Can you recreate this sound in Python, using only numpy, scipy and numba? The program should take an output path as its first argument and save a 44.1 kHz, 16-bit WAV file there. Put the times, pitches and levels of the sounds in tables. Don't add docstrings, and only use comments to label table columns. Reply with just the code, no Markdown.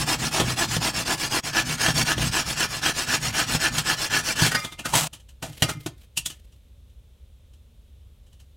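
import sys
import numpy as np
from scipy import signal
from scipy.fft import rfft, irfft
from scipy.io import wavfile
from scipy.ndimage import uniform_filter1d
from numba import njit

SR = 44100
rng = np.random.default_rng(int(sys.argv[2]) if len(sys.argv) > 2 else 0)


def int16_out(signal):
    q = np.round(np.clip(np.atleast_2d(signal).T, -1, 1) * 32767)
    wavfile.write(sys.argv[1], SR, q.astype(np.int16))


N = 377496
TIME = np.arange(N) / SR
FREQ = np.maximum(np.arange(N // 2 + 1) * SR / N, 1)
NEAR_END_S, CUT_END_S = 1.42, 4.505

# (pull start [s], push start [s], pull rasp [dB], bench shake on the pull [dB])
STROKES = [(-0.07, 0.055, -25.5, -27), (0.173, 0.305, -26.5, -29.5), (0.427, 0.557, -28, -27),
           (0.669, 0.799, -26, -30.5), (0.923, 1.044, -26, -35), (1.166, 1.293, -26.5, -38.5),
           (1.417, 1.522, -28.5, -37.5), (1.638, 1.77, -27, -31.5), (1.937, 2.045, -21, -26),
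           (2.156, 2.309, -26, -25.5), (2.441, 2.555, -27, -34), (2.676, 2.81, -29, -40),
           (2.932, 3.061, -26.5, -42.5), (3.192, 3.322, -26.5, -32.5), (3.458, 3.587, -24, -31.5),
           (3.705, 3.836, -27, -32), (3.962, 4.093, -26, -42), (4.225, 4.348, -24.5, -42)]
def saw(top_teeth_per_s=340):
    strokes = np.array(STROKES)
    turns = strokes[:, :2].ravel()
    rasp_gain, grind_gain, ring_gain, shake_gain = stroke_gains(turns, strokes[:, 2:])
    place, speed = arm_motion(turns)
    teeth_passed = np.cumsum(top_teeth_per_s * speed ** .7 * (1 + .035 * wander(70))) / SR
    strikes = np.diff(np.floor(teeth_passed), prepend=0) * undb(5.5 * wander(400))
    strikes = strikes / np.std(strikes[TIME < CUT_END_S])
    grip = (1 + 0.13 * np.cos(2 * np.pi * teeth_passed)) * undb(wander(170))
    rasp = rasp_gain * tooth_rasp(grip, place, turns)
    ring = ring_gain * board_ring(grip, strikes) * (0.24 + 0.82 * speed ** 2.2)
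    grind = grind_gain * low_grind(grip, strikes)
    shake = shake_gain * bench_shake() * (0.9 + 0.34 * speed)
    effort = 0.08 + 0.92 * speed ** 1.25
    cutting = np.clip((CUT_END_S + 0.0355 - TIME) / .03, 0, 1)
    return cutting * (effort * (rasp + grind) + ring + shake)


def stroke_gains(turns, pull_levels, push_rasp_db=-23.5, push_shake_db=-36.5, grind_fade_db_per_s=1.8):
    push = np.arange(len(turns)) % 2 == 1
    pull_rasp_db, pull_shake_db = np.repeat(pull_levels, 2, axis=0).T
    rasp_db = np.where(push, push_rasp_db, pull_rasp_db)
    push_ring_db = np.where(turns < NEAR_END_S, -17, -2.7)
    ring_db = rasp_db + np.where(push, push_ring_db, -14)
    rasp_db[-1] += 2
    grind_db = rasp_db + np.where(push, -4, -9.5) - grind_fade_db_per_s * turns
    shake_db = np.where(push, push_shake_db, pull_shake_db)
    stroke = np.clip(np.searchsorted(turns, TIME) - 1, 0, len(turns) - 1)
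    return [uniform_filter1d(undb(db)[stroke], size=900) for db in (rasp_db, grind_db, ring_db, shake_db)]


def arm_motion(turns):
    peak_share = np.resize([.61, .53], len(turns))
    fastest = turns + np.diff(np.r_[turns, CUT_END_S]) * peak_share
    marks = np.sort(np.r_[turns, fastest, CUT_END_S])
    angle = np.interp(TIME, marks, np.arange(len(marks))) * np.pi / 2
    return -np.cos(angle), np.abs(np.sin(angle))


# (frequency [Hz], level [dB])
RASP_TONE = [(300, -33.5), (900, -12), (1300, -3), (2150, -2), (2600, 0.5), (3700, -2.5), (5500, 0),
             (6100, -4.5), (7600, -4.5), (9000, -8), (11500, -18), (16000, -27.5)]
def tooth_rasp(grip, place, turns):
    steel = singing_steel(grip * clicks(per_s=9000, spread_db=2), place, turns)
    tearing = filtered(grip * clicks(per_s=14000, spread_db=2), tone_curve(RASP_TONE))
    return undb(-5) * tearing + undb(-1.25) * steel


def singing_steel(drive, place, turns, count=44, step=64):
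    out, place, time = 0, place[::step], TIME[::step]
    for k, (offset, phase, ripple, lean) in enumerate(rng.random((count, 4))):
        centre_hz = 800 + 14000 * ((k + offset) / count) ** 1.7
        bend, twist = (np.interp(time, turns, rng.standard_normal(len(turns))) for _ in range(2))
        hz = centre_hz * (1 + 0.02 * (lean - .5) * place + .035 * bend)
        fading = np.cos(1.79 * (.5 + ripple) * place + 2 * np.pi * phase + twist) ** 2
        strength = tone_curve(RASP_TONE, centre_hz) * (centre_hz / 1000) ** 0.7
        width_hz = 51 * np.sqrt(centre_hz / 1000)
        out = out + sliding_note(drive, hz, strength * fading, float(width_hz), step)
    return unit(out)


@njit
def sliding_note(drive, hz, gain, width_hz, step):
    out, state = np.zeros(len(drive)), 0j
    for block in range(len(hz) - 1):
        spin_and_fade = np.exp((2j * np.pi * hz[block] - np.pi * width_hz) / SR)
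        for k in range(step):
            i = block * step + k
            state = state * spin_and_fade + drive[i]
            out[i] = state.imag * (gain[block] + (gain[block + 1] - gain[block]) * k / step)
    return out


# (frequency [Hz], width [Hz], level [dB])
BOARD_NOTES = [(1273, 16, -5), (1466, 110, -2), (1745, 66, 2.5), (2410, 27, -5), (2690, 120, -7),
               (3072, 150, -7.5), (3250, 37, -4), (4020, 190, -11.5), (5800, 470, -14.5)]
def board_ring(grip, strikes):
    return filtered(unit(grip * clicks(per_s=5900, spread_db=3)) + strikes, body(BOARD_NOTES))


# (frequency [Hz], level [dB])
GRIND_TONE = [(130, -20.5), (230, 1.5), (310, 1.5), (420, -2.5), (520, -10.5), (770, 3.5), (1000, -2.5),
              (1400, -5), (2500, -13.5), (6000, -20.5), (16000, -42)]
def low_grind(grip, strikes):
    tearing = unit(grip * clicks(per_s=2800, spread_db=6.5))
    return filtered(tearing + undb(-2) * strikes, tone_curve(GRIND_TONE))


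# (frequency [Hz], width [Hz], level [dB])
BENCH_NOTES = [(64.3, 24, -10), (119, 18, 0.5), (145.7, 17, 3), (249.6, 25, -10.5), (301, 14, -13)]
def bench_shake():
    shake = filtered(clicks(per_s=600, spread_db=0), body(BENCH_NOTES) / (1 + (FREQ / 420) ** 4))
    return shake / np.sqrt(uniform_filter1d(shake ** 2, size=3000) + 0.31)


# (time [s], decay [s], level [dB], brightness [dB per octave], bench thump [dB])
SNAGS = [(0.398, 0.023, -14, -2.5, -20.5), (0.765, 0.0062, -21, -0.5, -20),
         (1.883, 0.0094, -19.5, -2.5, -19), (2.179, 0.01, -21, -4.5, -31), (2.236, 0.008, -40, -11, -28.5),
         (3.548, 0.012, -22.5, -1.5, -19.5), (3.781, 0.012, -19, 2.5, -29), (4.42, 0.0068, -21, 0, -13.5),
         (4.463, 0.017, -18.5, 1.5, -28)]
def saw_snags():
    return sum(blow(s, 0.0014, decay, db, tilt_db=tilt, clack_hz=3300, clack_db=-8.5, bench_db=bench)
               for s, decay, db, tilt, bench in SNAGS)


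# (time [s], level [dB], clack pitch [Hz], blade ring [dB])
CLATTERS = [(4.512, -24, 1507, -25.5), (4.544, -21, 1640, -19), (4.641, -29, 3480, -45),
            (4.718, -38.5, 3600, -52.5), (4.788, -32.5, 2690, -72), (4.851, -23.5, 1450, -38),
            (4.933, -18, 952, -65.5), (4.967, -26.5, 4440, -45)]
def saw_clatter():
    return sum(blow(s, 0.0068, 0.015, db, tilt_db=0.47, clack_hz=hz, clack_db=-1.5,
                    bench_db=db - 6, blade_db=ring) for s, db, hz, ring in CLATTERS)


# (time [s], rise [s], decay [s], level [dB], clack pitch [Hz], blade ring [dB])
BOARD_KNOCKS = [(5.424, 0.0031, 0.031, -30, 710, -44), (5.622, 0.0003, 0.014, -14, 2850, -26),
                (5.686, 0.0086, 0.016, -24, 1380, -44), (5.861, 0.0018, 0.011, -26.5, 330, -76)]
def board_knocks():
    return sum(blow(s, rise, decay, db, tilt_db=0.4, clack_hz=hz, clack_db=-3,
                    bench_db=db - 2, blade_db=ring) for s, rise, decay, db, hz, ring in BOARD_KNOCKS)


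# (time [s], level [dB])
ROCKS = [(5.48, -25.5), (5.749, -21)]
def board_rocking():
    return sum(undb(db) * bench_thump(np.maximum(TIME - s, 0), rise_s=.025) for s, db in ROCKS)


# (time [s], level [dB], clack pitch [Hz])
CLAPS = [(6.171, -19, 2800), (6.257, -23.5, 3400)]
def strip_claps():
    return sum(blow(s, 0.0045, 0.011, db, tilt_db=6.5, clack_hz=hz, clack_db=-1.5, bench_db=db - 16)
               for s, db, hz in CLAPS)


# (time [s], level [dB])
TAPS = [(5.129, -38), (5.196, -55), (5.286, -51.5), (5.526, -47.5), (6.297, -37), (6.52, -59.5),
        (6.895, -69.5), (7.532, -61), (8.264, -63.5), (8.326, -59.5), (8.396, -54.5)]
def light_taps():
    return sum(blow(s, .005, 0.018, db, tilt_db=3, clack_hz=3000, clack_db=-3.5, bench_db=db - 10.5)
               for s, db in TAPS)


def blow(time_s, rise_s, decay_s, level_db, tilt_db, clack_hz, clack_db, bench_db, blade_db=None):
    lead_s, size = .03, 16384
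    t = np.arange(size) / SR - lead_s
    age = np.maximum(t, 0)
    sound = undb(level_db - 1) * wood_knock(t, rise_s, decay_s, tilt_db, clack_hz, clack_db)
    sound += undb(bench_db) * bench_thump(age, rise_s)
    if blade_db is not None:
        sound += undb(blade_db - 2) * np.minimum(age / (rise_s + .003), 1) * blade_ring(age)
    out, start = np.zeros(N + size), int((time_s - lead_s) * SR)
    out[start:start + size] = sound
    return out[:N]


# (frequency [Hz], level [dB])
WOOD_TONE = [(60, -4.5), (200, 7), (300, 9), (450, 1), (800, 2.5), (1500, -8), (3000, -2.5), (5000, -6),
             (8000, -5), (11000, -9.5), (16000, -20)]
def wood_knock(t, rise_s, decay_s, tilt_db, clack_hz, clack_db):
    freq = np.maximum(np.arange(len(t) // 2 + 1) * SR / len(t), 1)
    wood = tone_curve(WOOD_TONE, freq) * undb(tilt_db * np.log2(np.clip(freq, 400, 7000) / 1500))
    board = np.abs(sum(undb(db) * resonance(hz, width, freq) for hz, width, db in BOARD_NOTES))
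    hollow = resonance(clack_hz, 260 * np.sqrt(clack_hz / 1000), freq) ** 2
    before, after = np.minimum(t - rise_s, 0), np.maximum(t - rise_s, 0)
    crack = filtered(rng.standard_normal(len(t)), wood * (1 + undb(5) * board))
    crack *= np.exp(-after / decay_s) + undb(-22) * np.exp(-after / 0.019)
    clack = filtered(rng.standard_normal(len(t)), hollow)
    clack *= undb(clack_db) * np.exp(-after / (0.85 * decay_s))
    return np.exp(before / (0.7 * rise_s)) * (crack + clack)


def bench_thump(age, rise_s, sway_db=-6):
    out = 0
    for hz, width, db in BENCH_NOTES:
        fade = np.exp(-np.pi * 0.92 * width * age)
        out = out + undb(db + sway_db * (hz < 100)) * fade * np.sin(2 * np.pi * hz * age)
    return out * np.minimum(age / (rise_s + .003), 1)


# (frequency [Hz], level [dB], time to fade by 60 dB [s])
BLADE_NOTES = [(570, -13.5, .25), (1240, -8.5, 0.41), (1460, -6, 0.094), (1510, 4, 0.093),
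               (1725, -4, 0.096), (1865, 3, .12), (2090, -10.5, 0.53), (2185, -9.5, .12), (2380, -14, 0.44),
               (2770, -15, .3), (3530, -12.5, .3), (4530, -11, 0.21), (4900, -5.5, 0.24), (5600, -10, 0.27)]
def blade_ring(age, waver=0.011, whip_hz=19):
    out = 0
    for (hz, db, fade_s), phase in zip(BLADE_NOTES, 2 * np.pi * rng.random(len(BLADE_NOTES))):
        whip = np.sin(2 * np.pi * whip_hz * age + phase)
        cycles = np.cumsum(hz * (1 + waver * whip)) / SR
        out = out + undb(db - 60 * age / fade_s) * (1 + .6 * whip) * np.sin(2 * np.pi * cycles)
    return out


# (time [s], length [s], level [dB])
SLIDES = [(4.59, 0.15, -38), (4.89, 0.05, -32.5), (4.955, 0.1185, -16.5)]
# (frequency [Hz], level [dB])
SCRAPE_TONE = [(47, -38), (80, -21.5), (149, 5), (186, -13), (303, -12), (395, -28), (431, -22.5),
               (802, -9), (1780, -17), (3030, -13.5), (4520, -17.5), (7870, -14), (16000, -27.5)]
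def saw_slides():
    pressure = swell(SLIDES, attack_s=0.0053, fade_db_per_s=121.5, release_s=0.0033)
    return pressure * rubbing(SCRAPE_TONE, clicks_per_s=3500, jerk_db=1.5)


# (time [s], length [s], level [dB])
BRUSHES = [(5.465, 0.084, -53), (5.6, 0.13, -40), (5.82, 0.059, -49.5), (6.0, 0.022, -55.5),
           (6.36, 0.15, -61), (6.57, 0.2, -73)]
# (frequency [Hz], level [dB])
CLOTH_TONE = [(100, -9.5), (400, -5), (1000, -17), (3000, -7.5), (6000, -14.5), (12000, -14), (16000, -22)]
def sleeve_brushes():
    pressure = swell(BRUSHES, attack_s=0.026, fade_db_per_s=84.5, release_s=0.02)
    return pressure * rubbing(CLOTH_TONE, clicks_per_s=8700, jerk_db=5.5)


def rubbing(tone, clicks_per_s, jerk_db):
    return filtered(clicks(clicks_per_s, spread_db=0.5) * undb(jerk_db * wander(110)), tone_curve(tone))


def wall_echo(x, fade_s, level_db, dull_hz, size=16384):
    t = np.arange(size) / SR
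    echo = rng.standard_normal(size) * undb(-60 * t / fade_s) * (t > .002)
    echo = unit(signal.lfilter(*signal.butter(1, dull_hz, fs=SR), echo)) / np.sqrt(size)
    return undb(level_db) * signal.fftconvolve(x, echo)[:N]


# (time [s], length [s], boost [dB])
WIDENING = [(5.62, 0.08, 14.5)]
def landing_spread(work):
    width = swell(WIDENING, attack_s=.003, fade_db_per_s=5, release_s=0.016)
    return width * wall_echo(work, fade_s=.015, level_db=-26.5, dull_hz=7000)


# (start [s], end [s])
DIPS = [(1.405, 1.433), (5.082, 5.125)]
def level_dips(depth_db=-19):
    inside = sum(1. * (TIME > start) * (TIME < end) for start, end in DIPS)
    return undb(depth_db * uniform_filter1d(inside, size=700))


# (frequency [Hz], level [dB])
RUMBLE_TONE = [(13, -49.5), (22, -17), (64, -1), (97, -11.5), (165, -25.5), (229, -26), (294, -34.5),
               (328, -34.5), (554, -32.5), (690, -42.5), (1860, -48.5), (3610, -40.5), (4630, -50),
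               (12100, -51), (16000, -56)]
def room_rumble(level_db=-50):
    return undb(level_db) * filtered(rng.standard_normal(N), tone_curve(RUMBLE_TONE))


def clicks(per_s, spread_db):
    hit = rng.random(N) < per_s / SR
    return hit * rng.choice([-1, 1], N) * undb(spread_db * np.clip(rng.standard_normal(N), -3, 2.5))


def wander(steps_per_s):
    steps = np.clip(rng.standard_normal(N // 20), -2.3, 2.3)
    return 1.2 * np.interp(TIME * steps_per_s, np.arange(len(steps)), steps)


def swell(rows, attack_s, fade_db_per_s, release_s):
    gain = 0
    for s, length, db in rows:
        age = TIME - s
        edges = np.exp(np.minimum(age, 0) / attack_s - np.maximum(age - length, 0) / release_s)
        gain = gain + undb(db - fade_db_per_s * np.clip(age, 0, length)) * edges
    return gain


def tone_curve(points, freq=FREQ):
    hz, db = np.transpose(points)
    return undb(np.interp(np.log(freq), np.log(hz), db))


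def resonance(hz, width_hz, freq=FREQ):
    return 1 / (1 + 1j * (freq ** 2 - hz ** 2) / (freq * width_hz))


def body(notes):
    return sum((-1) ** k * undb(db) * resonance(hz, width) for k, (hz, width, db) in enumerate(notes))


def filtered(x, response):
    return unit(irfft(rfft(x) * response, len(x)))


def unit(x):
    return x / np.sqrt(np.mean(x ** 2) + 1e-18)


def undb(db):
    return 10 ** (np.asarray(db) / 20)


def scene():
    work = saw() + saw_snags() + saw_clatter() + board_knocks() + board_rocking()
    work += strip_claps() + light_taps() + saw_slides() + sleeve_brushes()
    rumble, side_rumble = room_rumble(), room_rumble()
    echo = wall_echo(work, fade_s=0.23, level_db=-17, dull_hz=4500)
    middle = level_dips() * (work + echo) + rumble
    side = landing_spread(work) + undb(-11.5) * side_rumble
    side = irfft(rfft(side) * resonance(2800, 7000), N)
    return np.array([middle + side, middle - side])


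def record(dry):
    return signal.sosfilt(signal.ellip(10, .2, 75, 15850, fs=SR, output="sos"), dry)


dry = scene()
out = record(dry)
int16_out(out)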